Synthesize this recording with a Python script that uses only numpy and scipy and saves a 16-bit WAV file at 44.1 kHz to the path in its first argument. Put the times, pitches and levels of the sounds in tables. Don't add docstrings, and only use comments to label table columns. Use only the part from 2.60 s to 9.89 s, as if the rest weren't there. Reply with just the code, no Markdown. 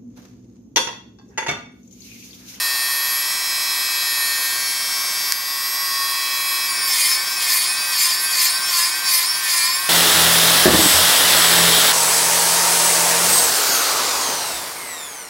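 import sys
import numpy as np
from scipy import signal
from scipy.fft import rfft, irfft, next_fast_len
from scipy.io import wavfile
from scipy.ndimage import uniform_filter1d, map_coordinates

SR = 44100
rng = np.random.default_rng(int(sys.argv[2]) if len(sys.argv) > 2 else 0)


def persist_wave(psi):
    counts = np.round(np.clip(psi, -1, 1) * 32767).astype(np.int16)
    wavfile.write(sys.argv[1], SR, np.atleast_2d(counts).T)


def amplitude_ratio(level_db):
    exponent = np.asarray(level_db, float) / 20
    return 10 ** exponent


N = 321489
T = np.arange(N) / SR

# multiple_of_shaft_rate, held_free_db, stroking_db
LOW_ORDERS = [(1, -64.0, -61.0), (2, -66.0, -60.0), (3, -41.0, -37.0), (4, -54.0, -49.0), (5, -36.0, -39.5),
              (6, -48.0, -44.0), (7, -37.5, -36.0), (8, -61.0, -49.0), (9, -40.0, -44.0),
              (10, -47.0, -43.0), (11, -35.0, -43.5), (12, -38.0, -42.0), (13, -34.5, -31.5),
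              (14, -35.0, -36.0), (15, -31.0, -30.0), (16, -46.5, -42.0), (17, -37.5, -43.0),
              (18, -44.0, -52.0), (19, -43.0, -44.0), (20, -45.0, -50.0), (21, -41.0, -39.0)]
# multiple_of_shaft_rate, held_free_db, stroking_db
HIGH_ORDERS = [(22, -49.0, -48.0), (23, -41.0, -42.0), (24, -44.0, -42.0), (25, -37.0, -38.5),
               (26, -46.5, -44.0), (27, -42.0, -41.0), (28, -44.0, -47.0), (29, -38.0, -38.0),
               (30, -37.0, -42.0), (31, -32.0, -38.0), (32, -35.0, -42.0), (33, -38.0, -38.0),
               (34, -55.0, -45.0), (35, -54.0, -49.0), (36, -50.0, -48.0), (37, -56.0, -52.0),
               (38, -54.0, -54.0), (39, -51.0, -52.0), (40, -49.0, -50.0), (41, -47.0, -52.0),
               (42, -49.0, -52.0)]
# multiple_of_shaft_rate, per_turn_db, per_tilt_db, per_roll_db
BEAMING = [(3, -2.7, -5.2, 0.7), (5, 4.5, -0.8, -0.9), (6, -2.0, 4.5, 0.1), (7, 4.2, -1.0, 1.0),
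           (9, 2.6, -2.1, 0.7), (10, -2.1, 0.9, 0.8), (11, 3.4, -0.0, 0.5), (12, 1.4, 2.9, -1.7),
           (13, -1.2, -2.8, -1.5), (14, 0.5, -1.8, 2.3), (15, -1.8, -0.2, -0.9), (16, -0.3, 1.2, -0.9),
           (17, -0.9, -0.1, 0.2), (18, 1.2, 1.7, 0.8), (19, 2.4, 0.9, 0.2), (20, 1.6, -0.5, 1.5),
           (21, -0.7, 0.4, 0.5), (23, -3.2, -0.4, 3.4), (24, 2.6, 0.2, 2.9), (25, 2.3, -2.2, -2.7),
           (26, 1.5, 0.1, -0.9), (27, -0.1, -1.1, -0.0), (28, 1.2, 2.0, 1.7), (29, 0.4, 3.3, -1.3),
           (30, 0.7, -0.6, -0.3), (31, 2.2, -0.5, -0.2), (32, -0.7, -0.2, 1.6), (33, -0.8, -2.0, -2.5)]
# multiple_of_ball_pass_rate, sideband_in_shaft_rates, level_db
FRONT_BEARING = [(1, -1, -48.0), (1, 0, -39.0), (1, 1, -38.0), (1, 2, -38.0), (1, 3, -47.0), (1, 4, -55.0),
                 (1, 5, -53.0), (2, -2, -52.0), (2, 0, -42.0), (2, 1, -47.0), (2, 2, -48.0), (2, 3, -48.0),
                 (2, 4, -44.0), (2, 5, -51.0), (4, -3, -52.0), (4, -2, -48.0), (4, -1, -55.0),
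                 (4, 0, -47.0), (4, 1, -49.0), (4, 2, -48.0), (4, 3, -50.0), (4, 4, -52.0), (4, 5, -55.0),
                 (5, -3, -53.0), (5, -2, -49.0), (5, -1, -54.0), (5, 0, -51.0), (5, 1, -55.0)]
# multiple_of_shaft_rate, level_db
REAR_BEARING = [(9.27, -61), (13.27, -48), (14.27, -47)]
# time_s, shaft_hz, then turn, tilt, roll in typical swings
WRIST_PATH = [(0.0, 366.21, 1.06, -0.64, -1.57), (0.3, 365.97, 1.12, -0.41, -1.53),
              (0.55, 366.24, 0.67, -0.34, -0.49), (0.75, 367.12, -0.24, 0.49, 1.68),
              (1.05, 366.93, -0.0, 0.15, 1.56), (1.4, 366.11, 1.01, 0.51, 1.07),
              (1.65, 365.55, 1.52, 0.31, -1.46), (1.85, 366.22, 1.54, 1.05, 0.73),
              (2.05, 366.5, 0.02, 2.08, -1.16), (2.25, 366.53, -0.7, 1.63, -0.66),
              (2.45, 366.0, -2.23, 0.87, -0.04), (2.7, 365.74, -1.47, 0.19, -0.71),
              (2.95, 366.63, -0.79, -0.67, 0.42), (3.2, 367.56, -1.37, -0.76, -0.77),
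              (3.4, 367.51, -0.21, -2.18, -1.11), (3.65, 367.08, 0.31, -1.23, 0.75),
              (4.05, 367.15, 0.24, -0.96, 1.64)]
# touch_s, firmest_s, lift_s, rasp_db
STROKES = [
    (4.275, 4.435, 4.555, -20),
    (4.805, 4.965, 5.075, -21),
    (5.33, 5.445, 5.545, -21),
    (5.715, 5.85, 5.915, -20.5),
    (6.075, 6.2, 6.285, -21),
    (6.46, 6.55, 6.655, -21),
    (6.85, 6.945, 7.105, -21.5),
]
# slowest_s, half_length_s, sag_hz
SAGS = [
    (4.463, .317, 16),
    (4.985, .281, 14.3),
    (5.458, .262, 17.7),
    (5.843, .233, 16.6),
    (6.215, .231, 19.2),
    (6.589, .204, 20.4),
    (7.018, .283, 22.9),
]
# frequency_hz, density_db
HISS_COLOUR = [(290, -57), (500, -14.5), (1110, -6), (1360, -7), (1570, -4.5), (1720, -6), (1900, -1.5),
               (2610, -9.5), (2850, -4.5), (3200, -4), (5310, -3), (5880, -10), (11300, -12), (13300, -17),
               (16000, -17)]
# centre_hz, width_hz, lift_db
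SHELL = [(1055, 313, 8.5), (2980, 340, -8)]
# frequency_hz, density_db
RASP_COLOUR = [(470, -55), (800, -52), (929, -23), (1030, -11), (1120, -38), (1380, -20), (1610, -36),
               (1800, -1), (2450, -7), (2920, -9), (3030, -8.5), (4690, -1), (6250, -6.5), (10400, -5),
               (15700, -15.5)]
# centre_hz, width_hz, lift_db
NAIL_EDGE = [(11830, 1600, 8.5), (13600, 1106, -3.5), (11000, 490, 6)]
# start_s, peak_db, ring_hz, brightness_db
TICKS = [
    (2.7217, -.5, 4740, -3),
    (4.5144, -8, 2220, -6),
]
# frequency_hz, density_db
ROOM_COLOUR = [(15, -47), (25, -3), (65, -10), (255, -3.5), (335, -5), (361, -0.5), (395, -4), (525, -6),
               (600, -9), (900, -11), (1170, -37), (1980, -120)]
# frequency_hz, side_minus_mid_db
WIDTH = [(60, -55), (120, -23), (250, -26), (600, -16), (1290, -27.5), (2380, -20), (4400, -18),
         (8120, -14.5), (11900, -21), (12600, -45)]

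BALL_PASS = 4.3435
STROKES_FROM_S, SETTLE_S = 4.05, .06
RESTING_HZ, TIRING_HZ_PER_S, FULL_SAG_HZ, SAG_SHARPNESS = 363.1, -.43, 18, 3.5


def whine(turns, pose):
    busy = stroking()
    beams = {int(round(order)): beam for order, *beam in BEAMING}
    load_lift_db = 2 * sag() / FULL_SAG_HZ
    out = 0
    for order, free_db, stroke_db in [*LOW_ORDERS, *HIGH_ORDERS]:
        order = int(round(order))
        spread_db = .9 * (1 + order / 25 if order in beams else 3)
        wander_db = spread_db * walk(1.5 + order / 9)
        beam_db = np.dot(beams.get(order, np.zeros(3)), pose)
        slow_db = (1 - busy) * (free_db + wander_db + beam_db)
        quick_db = busy * (stroke_db - 0.8 + load_lift_db + 2.2 * walk(13))
        shimmer_db = (1 + order / 30 + busy * (1.2 + order / 24)) * walk(45)
        slip_cycles = busy * (.02 + order / 280) * walk(45)
        out = out + tone(order * turns + slip_cycles, shimmer_db + slow_db + quick_db)
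    return out


def bearing(turns, tilt):
    busy, load = stroking(), sag() / FULL_SAG_HZ
    resting_db, loaded_db = 4, -10
    pass_db = (1 - busy) * 1.9 * tilt + busy * (resting_db + load * (loaded_db - resting_db))
    sides_db = 1 - busy + busy * (1 + load)
    tones = []
    for multiple, side, db in FRONT_BEARING:
        carrier_db = pass_db - 8 * busy * (multiple - 1)
        tones.append((multiple * BALL_PASS + side, db + (sides_db if side else carrier_db)))
    out = 0
    for rate, db in [*tones, *REAR_BEARING]:
        out = out + tone(rate * turns, db + 1.6 * walk(1.3) + 1.2 * walk(12))
    return out


def hiss(turns, turn):
    rough = rng.standard_normal(N) * (1 + 0.18 * np.cos(2 * np.pi * turns))
    rough = rough + 0.2 * per_turn(turns, memory=1.0)
    level_db = -30 + 0.8 * stroking() - 0.07 * stroking() * turn
    return level(colour(rough, HISS_COLOUR, SHELL), 0) * amplitude_ratio(level_db)


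def rasp(turns):
    fizz_db, firm = pressure()
    press_db = uniform_filter1d(fizz_db, size=600) - 30 * (1 - stroking())
    light_body_db, firm_body_db = 5.5, 0
    body_db = light_body_db + firm * (firm_body_db - light_body_db)
    grit = rng.standard_normal(N) * (1 + 0.22 * np.cos(2 * np.pi * turns)) * amplitude_ratio(1.8 * walk(500))
    teeth = level(grit, 0) + .7 * per_turn(turns, memory=.85)
    raw = level(colour(teeth, RASP_COLOUR, NAIL_EDGE), 11.9)
    edges_hz = 700 * np.sqrt(2) ** np.arange(10)
    out = 0
    for lo_hz, hi_hz in zip(edges_hz, edges_hz[1:]):
        band = signal.sosfilt(signal.butter(2, [lo_hz, hi_hz], "band", fs=SR, output="sos"), raw)
        body_share = np.clip(np.log2(12000 / hi_hz) / 0.81, 0, 1)
        out = out + band * amplitude_ratio(body_share * body_db + .8 * walk(30))
    return out * amplitude_ratio(press_db + .8 * walk(50))


def ticks():
    out, t = np.zeros(N), T[:400]
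    for start_s, peak_db, ring_hz, bright_db in TICKS:
        crack = np.sin(2 * np.pi * 9300 * t) + np.sin(2 * np.pi * 6400 * t)
        crack = crack * np.exp(-(t / 0.0004) ** 2)
        ring = np.sin(2 * np.pi * ring_hz * t * (.9 + 45 * t)) * np.exp(-((t - .001) / .0007) ** 2)
        knock = .3 * np.sin(2 * np.pi * 1850 * t) * np.exp(-((t - .0017) / .0007) ** 2)
        grit = .45 * np.convolve(rng.standard_normal(402), [1, 0, -1], "valid") * np.exp(-t / .0011)
        start = int((start_s + .0005) * SR)
        blow = amplitude_ratio(bright_db) * (crack + grit) + 0.6 * ring + knock
        out[start:start + 400] += amplitude_ratio(peak_db + 1.0) * blow
    return signal.sosfilt(signal.butter(2, 900, "high", fs=SR, output="sos"), out)


def wrist():
    time_s, *motions = np.transpose(WRIST_PATH)
    return [np.interp(T, time_s, motion) for motion in motions]


def stroking():
    return np.clip((T - STROKES_FROM_S) / SETTLE_S, 0, 1)


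def sag():
    out = 0
    for slowest_s, half_s, sag_hz in SAGS:
        phase = np.pi / 2 * np.clip((T - slowest_s) / half_s, -1, 1)
        out = out + sag_hz * np.cos(phase).clip(0) ** SAG_SHARPNESS
    return out


def pressure():
    off_db, touch_db, lift_db = -31, -11, -10.5
    shapes = []
    for touch_s, firm_s, lift_s, _ in STROKES:
        times_s = [touch_s - .03, touch_s, firm_s, lift_s, lift_s + .05]
        shapes.append(np.interp(T, times_s, [off_db, touch_db, 0, lift_db, off_db]))
    shapes = np.array(shapes)
    levels_db = shapes + np.array(STROKES)[:, 3:]
    return levels_db.max(axis=0), amplitude_ratio(shapes.max(axis=0))


def walls(x):
    t, t60_s = T[:SR // 3], .25
    tail = rng.standard_normal(SR // 3) * amplitude_ratio(-60 * t / t60_s) * (t > .002)
    return signal.fftconvolve(x, tail / np.sqrt(np.sum(tail ** 2)))[:N]


def room_rumble():
    return level(colour(rng.standard_normal(N), ROOM_COLOUR), -50.5)


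def hum():
    return tone(199 * T, -67.5)


def scan_tone():
    line_hz, field_hz = 15625, 50
    throb = 1 + .4 * np.cos(2 * np.pi * field_hz * T) + .45 * np.cos(2 * 2 * np.pi * field_hz * T)
    return throb * tone(line_hz * T, -41 + .8 * walk(2.6))


def level(x, db):
    return x * amplitude_ratio(db) / np.sqrt(np.mean(x ** 2))


def colour(x, points, peaks=()):
    size = next_fast_len(len(x))
    hz = np.maximum(np.arange(size // 2 + 1) * SR / size, 1)
    points_hz, points_db = np.array(points).T
    db = np.interp(np.log(hz), np.log(points_hz), points_db)
    for centre_hz, width_hz, lift_db in peaks:
        db = db + lift_db / (1 + (2 * (hz - centre_hz) / width_hz) ** 2)
    return irfft(rfft(x, size) * amplitude_ratio(db), size)[:len(x)]


def walk(rate_hz):
    knots = rng.standard_normal(int(T[-1] * rate_hz) + 2)
    return map_coordinates(knots, [T * rate_hz], order=2, prefilter=False) * 1.35


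def per_turn(turns, memory, size=96):
    fresh = rng.standard_normal((3000, size))
    rows = signal.lfilter([1], [1, -min(memory, .995)], fresh, axis=0)
    return level(map_coordinates(rows[200:].ravel(), [turns * size], order=2), 0)


def tone(cycles, db):
    return np.sqrt(2) * amplitude_ratio(db) * np.sin(2 * np.pi * (cycles + rng.random()))


def scene():
    free_hz, *pose = wrist()
    loaded_hz = RESTING_HZ + TIRING_HZ_PER_S * (T - STROKES_FROM_S) - sag()
    turns = np.cumsum(free_hz + stroking() * (loaded_hz - free_hz)) / SR
    motor = whine(turns, np.array(pose)) + bearing(turns, pose[1])
    air = hiss(turns, pose[0])
    tap = ticks()
    contact = rasp(turns) + tap
    reflected = walls(motor * amplitude_ratio(7 * stroking()) + contact)
    near = amplitude_ratio(-0.23) * motor + amplitude_ratio(1.0) * air + contact + amplitude_ratio(-15) * reflected
    mid = near + room_rumble() + hum()
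    spread = walls(motor + 0.95 * air + 0.8 * contact + tap)
    side = colour(spread + 2.0 * room_rumble() + 0.15 * mid, WIDTH)
    return np.array([mid + side, mid - side])


def band_limit(x):
    return signal.sosfilt(signal.butter(12, 16690, fs=SR, output="sos"), x)


def record(dry):
    since_s = T - TICKS[0][0]
    ahead_db = -7.0 * np.exp(-((since_s + 0.0006) / 0.00051) ** 2)
    after_db = -3.2 * np.clip(since_s / 0.0029, 0, 1) * np.exp(-np.abs(since_s) / .45)
    wired = np.clip(dry * amplitude_ratio(ahead_db + after_db), -1, 1) + scan_tone()
    bass_cut = signal.butter(2, 28, "high", fs=SR, output="sos")
    top_cut = signal.ellip(12, .5, 60, 15745, fs=SR, output="sos")
    wired = signal.sosfilt(bass_cut, wired)
    return band_limit(signal.sosfiltfilt(top_cut, wired))


dry = scene()
out = record(dry)
persist_wave(out)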